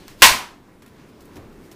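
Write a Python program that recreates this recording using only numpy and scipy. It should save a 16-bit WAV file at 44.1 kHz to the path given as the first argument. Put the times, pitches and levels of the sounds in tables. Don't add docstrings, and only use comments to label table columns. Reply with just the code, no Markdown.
import sys
import numpy as np
from scipy import signal
from scipy.io import wavfile
from scipy.ndimage import uniform_filter1d

SR = 44100
rng = np.random.default_rng(int(sys.argv[2]) if len(sys.argv) > 2 else 0)


def int16_out(signal):
    q = np.round(np.clip(np.atleast_2d(signal).T, -1, 1) * 32767)
    wavfile.write(sys.argv[1], SR, q.astype(np.int16))


N = 77175

# pitch_hz, relative_level_db
VENT_TONE = [(35, -32.5), (60, -1.5), (298, 1), (384, -1), (544, -9), (719, -14.5), (973, -11.5),
             (1350, -16), (1950, -19), (4610, -29.5), (15400, -38.5)]
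# time_s, level_db
RUMBLE_LEVELS = [(0.5, -52), (0.728, -63), (0.756, -49), (0.944, -75), (0.982, -53), (1.178, -71.5),
                 (1.21, -57), (1.588, -52.5), (1.75, -65)]
# start_s, middle_db, treble_db, top_db, fade_s
LIGHT_TAPS = [(0.0805, -33.5, -32.5, -37.5, 0.0094), (0.0845, -44, -59, -68, 0.025),
              (0.8209, -45, -53, -52, 0.068), (0.8612, -45, -54, -49, 0.037), (.878, -57, -62, -59, 0.045),
              (1.2062, -68, -51.5, -52, 0.047), (1.2195, -63, -61, -57, 0.032),
              (1.254, -59, -67, -52, 0.039), (1.3565, -51, -49.5, -51.5, 0.048),
              (1.367, -45, -54, -54, 0.05), (1.7144, -50, -46.5, -47.5, 0.044),
              (1.726, -56.5, -60, -58, 0.03)]
# centre_s, width_s, dull_db, bright_db
CLOTH_RUSTLES = [(0, 0.049, -53.5, -65), (0.088, 0.021, -57.5, -63), (1.001, .03, -58.5, -75),
                 (1.095, .008, -63, -64), (1.34, 0.012, -61.5, -63), (1.53, 0.0049, -67, -66),
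                 (1.654, 0.027, -64.5, -62)]
# pitch_hz, level_db, fade_s
SHELF_NOTES = [(892, -12.5, .33), (963, -10.5, 0.44), (992, -12.5, 0.16), (1014.4, -8, 0.34),
               (1027.5, -12, 0.21), (1031, -8.5, .32), (1055.8, -6.5, .36)]
# pitch_hz, relative_level_db
ECHO_TONE = [(45, -36), (90, -32.5), (180, -26.5), (300, -23), (480, -21.5), (680, -9.5), (900, -12),
             (1300, -10.5), (1800, -5), (2800, -6.5), (5000, -10.5), (9000, -14.5), (15400, -20)]
# pitch_hz, fade_s
ROOM_FADES = [(100, .9), (250, 0.8), (500, .45), (1000, 0.46), (2000, .36), (5000, 0.34), (12000, 0.3)]

CRACK_S, THUD_S = 0.2206, 1.35
SHOCK_DB, SHOCK_LENGTH_S, ECHO_DB = 10.5, 0.00046, 5
SWISH_RISE_DB_PER_S = 497
LOUD_DB, CUT_SHARE, REACT_S, RECOVER_DB_PER_S = -26.5, 0.21, 0.035, 6.5
HISS_DB, CLIP_LEVEL = -70.5, 0.96


def from_db(db):
    return 10 ** (np.asarray(db) / 20)


def unit_level(x):
    return x / np.sqrt(np.mean(x ** 2) + 1e-20)


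def at_pitch(table, hz):
    pitches, values = np.transpose(table)
    return np.interp(np.log(hz), np.log(pitches), values)


def noise(low_hz, high_hz):
    band = signal.butter(2, [low_hz, min(high_hz, 0.45 * SR)], "band", fs=SR, output="sos")
    return signal.sosfilt(band, rng.standard_normal(N + 8000))[8000:]


def drift(rate_hz):
    memory = np.exp(-2 * np.pi * rate_hz * 40 / SR)
    steps = rng.standard_normal(N // 40 + 2002)
    slow = signal.lfilter([1], [1, -2 * memory, memory ** 2], steps)[2000:]
    return np.interp(np.arange(N) / 40, np.arange(len(slow)), unit_level(slow))


def strike(start_s, rise_s, fade_s):
    age = np.maximum(np.arange(N) / SR - start_s, 0)
    return (1 - np.exp(-age / rise_s)) * from_db(-60 * age / fade_s)


def pitch_bands():
    edges = 45 * 2 ** np.arange(0, 8.8, 1 / 3)
    return [(low, high, np.sqrt(low * high)) for low, high in zip(edges, edges[1:])]


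def background():
    shared_db = 0.8 * drift(3.4)
    air = sum(from_db(at_pitch(VENT_TONE, hz) + shared_db + 1.2 * drift(4.8)) * noise(low, high)
              for low, high, hz in pitch_bands())
    rumble_db = np.interp(np.arange(N) / SR, *np.transpose(RUMBLE_LEVELS))
    return from_db(-46) * unit_level(air) + from_db(rumble_db) * unit_level(noise(12, 33))


def thud():
    return from_db(-34) * strike(THUD_S, rise_s=0.014, fade_s=0.42) * unit_level(noise(50, 405))


def taps():
    bands = [unit_level(noise(low, high)) for low, high in [(600, 2500), (2500, 7000), (7000, 17000)]]
    out = np.zeros(N)
    for start_s, *levels_db, fade_s in LIGHT_TAPS:
        puff = strike(start_s, 0.0002, fade_s)
        echo = from_db(-14) * strike(start_s, rise_s=0.014, fade_s=0.3)
        out += (puff + echo) * sum(from_db(db) * band for db, band in zip(levels_db, bands))
    return out


def cloth():
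    t = np.arange(N) / SR
    dull, bright = unit_level(noise(1500, 5000)), unit_level(noise(5000, 17000))
    swell = from_db(SWISH_RISE_DB_PER_S * np.minimum(t - CRACK_S, 0)) * (t < CRACK_S)
    out = swell * (from_db(-42) * dull + from_db(-44.5) * bright)
    for centre_s, width_s, dull_db, bright_db in CLOTH_RUSTLES:
        hump = np.exp(-0.5 * ((t - centre_s) / width_s) ** 2)
        out += hump * (from_db(dull_db) * dull + from_db(bright_db) * bright)
    return out


def boom():
    age = np.maximum(np.arange(N) / SR - CRACK_S, 0)
    level_db = -24.5 - 20 * (age / 0.16) ** 6
    return from_db(level_db) * strike(CRACK_S, 0.0046, 1.5) * unit_level(noise(12, 94))


def shelf():
    age = np.arange(N) / SR - CRACK_S
    phases = rng.uniform(0, 2 * np.pi, len(SHELF_NOTES))
    out = np.zeros(N)
    for (hz, db, fade_s), phase in zip(SHELF_NOTES, phases):
        note = np.sin(2 * np.pi * hz * age + phase)
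        out += from_db(db + 4 * drift(15)) * note * strike(CRACK_S, 0.005, fade_s)
    return out


def room_echoes():
    bands = [(from_db(at_pitch(ECHO_TONE, hz)) * noise(low, high), hz) for low, high, hz in pitch_bands()]
    echoes = sum(band * strike(CRACK_S, 3.2 / hz, at_pitch(ROOM_FADES, hz)) for band, hz in bands)
    return from_db(ECHO_DB) * echoes / np.std(sum(band for band, hz in bands))


def crack():
    age = np.arange(N) / SR - CRACK_S
    shock = np.where((age >= 0) & (age < SHOCK_LENGTH_S), 1 - 2 * age / SHOCK_LENGTH_S, 0)
    smack = strike(CRACK_S, rise_s=0.00059, fade_s=0.11) * unit_level(noise(1404, 3200))
    return from_db(SHOCK_DB) * shock + from_db(3) * smack


def scene():
    whip = room_echoes() + shelf() + crack() + boom() + cloth()
    return (whip + taps() + thud() + background())[None]


def record(dry):
    level_db = 10 * np.log10(uniform_filter1d(dry[0] ** 2, size=441, origin=220) + 1e-12)
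    wanted_cut_db = CUT_SHARE * np.maximum(level_db - LOUD_DB, 0)
    recovery_db = RECOVER_DB_PER_S * np.arange(N) / SR
    cut_db = np.maximum.accumulate(wanted_cut_db + recovery_db) - recovery_db
    memory = np.exp(-1 / (REACT_S * SR))
    sound = dry * from_db(-signal.lfilter([1 - memory], [1, -memory], cut_db))
    hiss = from_db(HISS_DB) * rng.standard_normal(N)
    sound = np.clip(sound + hiss, -CLIP_LEVEL, CLIP_LEVEL)
    sound += 0.042 * sound ** 2
    bass_cut = signal.butter(1, 5.3, "high", fs=SR, output="sos")
    top_cut = signal.ellip(12, 0.3, 70, 15500, fs=SR, output="sos")
    return signal.sosfilt(top_cut, signal.sosfilt(bass_cut, sound))


dry = scene()
out = record(dry)
int16_out(out)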